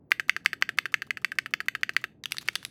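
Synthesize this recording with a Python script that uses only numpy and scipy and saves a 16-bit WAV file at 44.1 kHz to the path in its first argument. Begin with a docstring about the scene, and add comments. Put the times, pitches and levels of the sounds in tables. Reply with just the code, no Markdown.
"""One finger taps a wide key of a metal-cased mechanical keyboard on a desk, then both hands type on small keys.
Each stroke is a blow and a rebound: a decaying cap tone, decaying case modes and a crack of coloured noise.
The stem bottoms out on the press and springs back against its stop on the return.
Landing fingertips tick on the caps as noise bursts and a dull tone; brushing fingers hiss as filtered noise.
Noise tails and one wall echo form the room's answer; low filtered noise rumbles in the gaps."""
import sys
import numpy as np
from scipy import signal
from scipy.fft import rfft, irfft, next_fast_len
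from scipy.io import wavfile

SR = 44100
rng = np.random.default_rng(int(sys.argv[2]) if len(sys.argv) > 2 else 0)


def log_audio(samples):
    """Write samples as a 16-bit WAV file to the path given in sys.argv[1]."""
    # one column per channel
    frames = np.atleast_2d(samples).T
    # limit to full scale, then quantise
    limited = np.clip(frames, -1, 1)
    pcm = np.round(limited * 32767).astype(np.int16)
    wavfile.write(sys.argv[1], SR, pcm)


N = 119070

# Strokes of the wide key bottoming out, of its springing back, and of the small keys:
# start_s, level_db (peak of the direct blow), cap_pitch_hz, case_db (against the cap),
# rebound_delay_s, rebound_db (against the blow)
WIDE_PRESSES = [(0.118, -0.5, 2100, -15.6, 0.0025, -8.3), (0.2952, -1.5, 2050, -15.0, 0.0014, -13.0),
                (0.4602, -1.1, 2050, -14.5, 0.0023, -12.4), (0.6237, -2.0, 2020, -14.0, 0.002, -13.8),
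                (0.7863, -2.7, 2040, -13.9, 0.0023, -8.3), (0.9415, -4.4, 2000, -15.4, 0.0023, -5.2),
                (1.1067, -10.7, 2040, -18.1, 0.0024, -6.1), (1.246, -6.8, 2060, -15.5, 0.0026, -4.8),
                (1.3864, -5.9, 2040, -14.7, 0.0027, -5.9), (1.5378, -6.8, 2020, -13.8, 0.0023, -5.3),
                (1.6841, -6.7, 2020, -13.9, 0.002, -9.7), (1.8327, -5.5, 2010, -14.8, 0.0021, -10.6),
                (1.9655, -2.7, 2010, -15.6, 0.0021, -14.4), (2.4859, -6.3, 2110, -11.6, 0.0022, -6.7)]
WIDE_RETURNS = [(0.1971, -11.1, 1850, -19.2, 0.0062, -12.0), (0.3644, -13.2, 1830, -18.2, 0.0028, -13.3),
                (0.5314, -13.6, 1820, -16.9, 0.0053, -12.9), (0.691, -12.8, 1830, -16.1, 0.0028, -13.5),
                (0.856, -14.7, 1830, -17.1, 0.0049, -7.0), (1.0201, -16.7, 1820, -18.9, 0.0048, -8.0),
                (1.1717, -19.0, 1790, -18.9, 0.0045, -8.5), (1.3186, -19.3, 1810, -17.7, 0.004, -10.6),
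                (1.4602, -17.6, 1810, -18.5, 0.0045, -9.2), (1.6038, -15.5, 1820, -17.7, 0.0046, -7.3),
                (1.751, -14.3, 1810, -17.8, 0.0052, -8.6), (1.893, -13.4, 1830, -18.0, 0.0025, -16.8),
                (2.0407, -13.4, 1820, -16.9, 0.0052, -10.4)]
SMALL_STROKES = [(2.238, -23.2, 3850, -3.1, 0.0016, -7.8), (2.2568, -15.9, 3060, -8.1, 0.0021, -13.4),
                 (2.3207, -10.9, 3600, -3.8, 0.002, -19.0), (2.3687, -22.8, 1750, -1.1, 0.0035, -19.5),
                 (2.3835, -14.4, 4350, -3.1, 0.0022, -14.1), (2.5547, -12.5, 3500, -4.5, 0.0031, -6.9),
                 (2.6288, -30.4, 1610, -5.5, 0.0017, -7.5), (2.6502, -13.8, 3650, -4.6, 0.0026, -17.3)]
# How each kind of stroke excites the key: cap_t60_s, mode_t60_factor, attack_s, tilt_db_per_octave,
# crack_db, crack_t60_s, rebound_pitch_ratio, room_db
PRESS_KIND = (.0075, 1.05, .00017, -.4, -25, .008, .97, -.1)
RETURN_KIND = (.0065, 1.8, .00017, -3.5, -27.5, .02, .85, 2.5)
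SMALL_KIND = (.004, 1.05, .00012, .1, -19, .008, .52, 2)
# Modes of plate and case, before each stroke's tilt, scatter and t60 factor:
# pitch_hz, level_db, t60_s, polarity (against the cap)
WIDE_KEY_MODES = [(370, -7, .02, 1), (700, -21, .02, -1), (1270, -1.5, .009, -1), (1560, 4, .013, -1),
                  (2680, 2, .009, -1), (2950, 3.5, .006, -1), (3620, -3, .007, 1), (4230, -6.5, .006, -1),
                  (4680, 0.5, .007, 1), (5200, -8, .006, 1), (6230, -5, .005, -1), (7900, -11, .005, 1),
                  (9220, -19, .006, -1), (12200, -11, .004, 1), (13900, -10.5, .004, -1)]
# Modes under the small keys: pitch_hz, level_db, t60_s, polarity (against the cap)
SMALL_KEY_MODES = [(390, -20, .015, 1), (1760, -11, .01, 1), (2200, -11, .007, -1), (2800, -7, .007, 1),
                   (3600, -3, .008, -1), (4600, -6, .005, 1), (6200, -11, .004, -1), (8000, -14, .004, 1),
                   (10400, -13, .004, -1), (12500, -16, .004, 1)]
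# Spectrum of a crack: frequency_hz, level_db
CRACK_SPECTRUM = [(300, -22), (700, -10), (1500, -2), (5000, -3), (8500, -9), (12000, -10), (15000, -12),
                  (16500, -28)]
# Fingertips landing on a cap: start_s, level_db, dull_delay_s, dull_db (against the level)
FINGER_TOUCHES = [(.1075, -45, .004, 8), (.2825, -46, .004, 9), (.4475, -46, .004, 9), (.612, -46, .004, 8),
                  (.7741, -46, .004, 8), (.921, -48, .005, 8), (1.067, -53, .006, 8),
                  (1.2166, -54, .005, 8), (1.3538, -56, .004, 3), (1.508, -55, .004, 3),
                  (1.6586, -54, .004, 3), (1.8103, -55, .004, 3), (1.9355, -50, .013, 3),
                  (2.0144, -50, .006, 4), (2.3092, -42, .003, -5), (2.3441, -44, .002, 8),
                  (2.4119, -41, .003, -5), (2.4199, -41, .008, -5), (2.4563, -50, .005, -3),
                  (2.478, -36, .003, -3), (2.5311, -50, .004, -3), (2.635, -48, .003, -5),
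                  (2.661, -46, .003, -5)]
# Fingers brushing over the caps: time_s, level_db
BRUSH_LEVEL = [(2.235, -110), (2.245, -64), (2.3, -66), (2.4, -62), (2.44, -66), (2.46, -58), (2.5, -60),
               (2.6, -62), (2.7, -66)]
# Spectrum of the brushing: frequency_hz, density_db_per_hz
BRUSH_SPECTRUM = [(500, -30), (1500, -1), (4000, -2), (7000, -13), (11000, -17), (16000, -30)]
# Decay of the room tail: frequency_hz, t60_s
ROOM_DECAY = [(300, .2), (2000, .25), (6000, .24), (14000, .21)]
# Spectrum of the room's answer: frequency_hz, level_db
ROOM_SPECTRUM = [(300, -6), (1100, -.5), (2000, -2), (3900, 5), (5000, .5), (7500, 7), (11000, 6),
                 (15000, 2.5)]
# Spectrum of the rumble: frequency_hz, density_db_per_hz
RUMBLE_SPECTRUM = [(15, -50), (40, -27), (65, -10), (95, -10), (125, -.1), (170, -5), (300, -7), (450, -16),
                   (750, -24), (1000, -34), (1500, -42), (2500, -52), (4000, -70), (16000, -80)]

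BLOW_SAMPLES, ANSWER_SAMPLES = SR // 30, SR // 4
MODE_SCATTER_DB, LOW_CUT_HZ = 2.5, 900  # each key's ring is high-passed, so it carries little bass
TICK_T60_S, DULL_HZ, DULL_T60_S = .009, 1250, .012
SECOND_TICK_DB, SLIDE_DB, SLIDE_T60_S = -4, -10, .06  # slide: the stem rubbing in its guide
TAIL_DB, WALL_DELAY_S, WALL_DB, NEAR_DB, NEAR_T60_S = -25, .0115, -32, -21, .035
RUMBLE_DB = -58  # RMS
TOP_HZ = 16600


def keys(strokes, modes, kind):
    """Impact and restitution: each blow is followed by a rebound at its own pitch and level."""
    start_s, level_db, cap_hz, case_db, delay_s, rebound_db = np.transpose(strokes)[:, :, None]
    *_, pitch_ratio, room_db = kind
    t = blow_time(start_s)
    blow = contact(t, cap_hz, case_db, modes, kind)
    rebound = contact(t - delay_s, pitch_ratio * cap_hz, case_db, modes, kind)
    stroke = blow + amp(rebound_db) * rebound
    peak = abs(blow).max(axis=1, keepdims=True)
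    return placed(start_s, amp(level_db) / peak * room(stroke, room_db))


def contact(t, cap_hz, case_db, modes, kind):
    """Modal excitation: a blow rings the cap and the case as decaying sines, with a noisy crack."""
    cap_t60, t60_factor, attack, tilt_db, crack_db, crack_t60, *_ = kind
    t = np.maximum(t, 0)
    cap = decay(t, cap_t60) * np.sin(2 * np.pi * cap_hz * t)
    scatter_db = MODE_SCATTER_DB * rng.standard_normal((len(t), len(modes)))
    case = 0
    for k, (hz, db, t60, polarity) in enumerate(modes):
        mode_db = db + tilt_db * np.log2(hz / cap_hz) + scatter_db[:, [k]]
        ring = decay(t, t60_factor * t60) * np.sin(2 * np.pi * hz * t)
        case = case + np.sign(polarity) * amp(mode_db) * ring
    onset = 1 - np.exp(-t / attack)
    body = (cap + amp(case_db) * case) * onset
    low_cut = signal.butter(2, LOW_CUT_HZ, "high", fs=SR, output="sos")
    return signal.sosfilt(low_cut, body) + amp(crack_db) * burst(t, crack_t60)


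def burst(t, t60):
    """Broadband impact noise: coloured noise dying exponentially from t = 0."""
    noise = coloured(rng.standard_normal(t.shape), CRACK_SPECTRUM)
    return noise / noise.std() * decay(t, t60) * (t > 0)


def touches():
    """Two-stage contact: a bright tick with sliding friction, then a dull tick as the stem's slack closes."""
    start_s, level_db, delay_s, dull_db = np.transpose(FINGER_TOUCHES)[:, :, None]
    t = blow_time(start_s)
    late = np.maximum(t - delay_s, 0)
    first_tick = burst(t, TICK_T60_S)
    dull = amp(dull_db) * decay(late, DULL_T60_S) * np.sin(2 * np.pi * DULL_HZ * late)
    second_tick = amp(SECOND_TICK_DB) * burst(late, TICK_T60_S)
    slide = amp(SLIDE_DB) * burst(t, SLIDE_T60_S)
    touch = first_tick + dull + second_tick + slide
    return placed(start_s, amp(level_db) * room(touch, wet_db=2.5))


def brush():
    """Sliding friction: soft filtered noise whose level follows the hands over the caps."""
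    noise = coloured(rng.standard_normal(N), BRUSH_SPECTRUM)
    level_db = np.interp(np.arange(N) / SR, *np.transpose(BRUSH_LEVEL))
    return amp(level_db) * noise / noise.std()


def room(x, wet_db):
    """Reverberation by convolution: desk scatter, one wall echo and a tail dying by band, new for each row."""
    noise = rng.standard_normal((2, len(x), ANSWER_SAMPLES))
    hz, t, bands = signal.stft(noise[0], SR, nperseg=256)
    bands = bands * decay(t, along(ROOM_DECAY, hz)[:, None])
    tail = signal.istft(bands, SR, nperseg=256)[1][:, :ANSWER_SAMPLES]
    near = noise[1] * decay(np.arange(ANSWER_SAMPLES) / SR, NEAR_T60_S)
    # the first row sets the energy of tail and desk scatter
    answer = amp(TAIL_DB) * tail / np.linalg.norm(tail[0])
    answer += amp(NEAR_DB) * near / np.linalg.norm(near[0])
    answer[:, round(WALL_DELAY_S * SR)] += amp(WALL_DB)
    wet = signal.fftconvolve(x, answer, axes=1)[:, :ANSWER_SAMPLES]
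    direct = np.pad(x, ((0, 0), (0, ANSWER_SAMPLES - x.shape[1])))
    return direct + amp(wet_db) * coloured(wet, ROOM_SPECTRUM)


def rumble():
    """Stationary background noise: random noise shaped to a low spectrum at a steady level."""
    noise = coloured(rng.standard_normal(N), RUMBLE_SPECTRUM)
    return amp(RUMBLE_DB) * noise / noise.std()


def amp(db):
    """Decibel law: level in dB to amplitude ratio."""
    return 10 ** (np.asarray(db) / 20)


def decay(t, t60):
    """Exponential damping: the amplitude falls by 60 dB in t60 seconds."""
    return amp(-60 * t / t60)


def along(points, hz):
    """Logarithmic frequency scale: (Hz, value) points interpolated on a log axis."""
    f, value = np.transpose(points)
    return np.interp(np.log(hz + 1), np.log(f + 1), value)


def coloured(x, points):
    """Linear filtering: the spectrum of x multiplied by a (Hz, dB) curve."""
    n = x.shape[-1]
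    m = next_fast_len(n + 1024, True)
    gain = amp(along(points, np.fft.rfftfreq(m, 1 / SR)))
    return irfft(rfft(x, m) * gain, m)[..., :n]


def blow_time(start_s):
    """Local time: one row of seconds from the onset for each event."""
    return np.arange(BLOW_SAMPLES) / SR * np.ones_like(start_s)


def placed(times, rows):
    """Superposition: each row is added in at its start time."""
    out = np.zeros(N + SR)
    for s, x in zip(times.ravel(), rows):
        out[round(s * SR):][:len(x)] += x
    return out[:N]


def scene():
    """Superposition of the key strokes, fingertip sounds and rumble in one channel."""
    wide = keys(WIDE_PRESSES, WIDE_KEY_MODES, PRESS_KIND) + keys(WIDE_RETURNS, WIDE_KEY_MODES, RETURN_KIND)
    small = keys(SMALL_STROKES, SMALL_KEY_MODES, SMALL_KIND)
    return (wide + small + touches() + brush() + rumble())[None]


def record(dry):
    """Band limiting: nothing is kept at or above the top frequency."""
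    m = next_fast_len(N + 4096)
    passed = np.fft.rfftfreq(m, 1 / SR) < TOP_HZ
    return irfft(rfft(dry, m) * passed, m)[:, :N]


dry = scene()
out = record(dry)
log_audio(out)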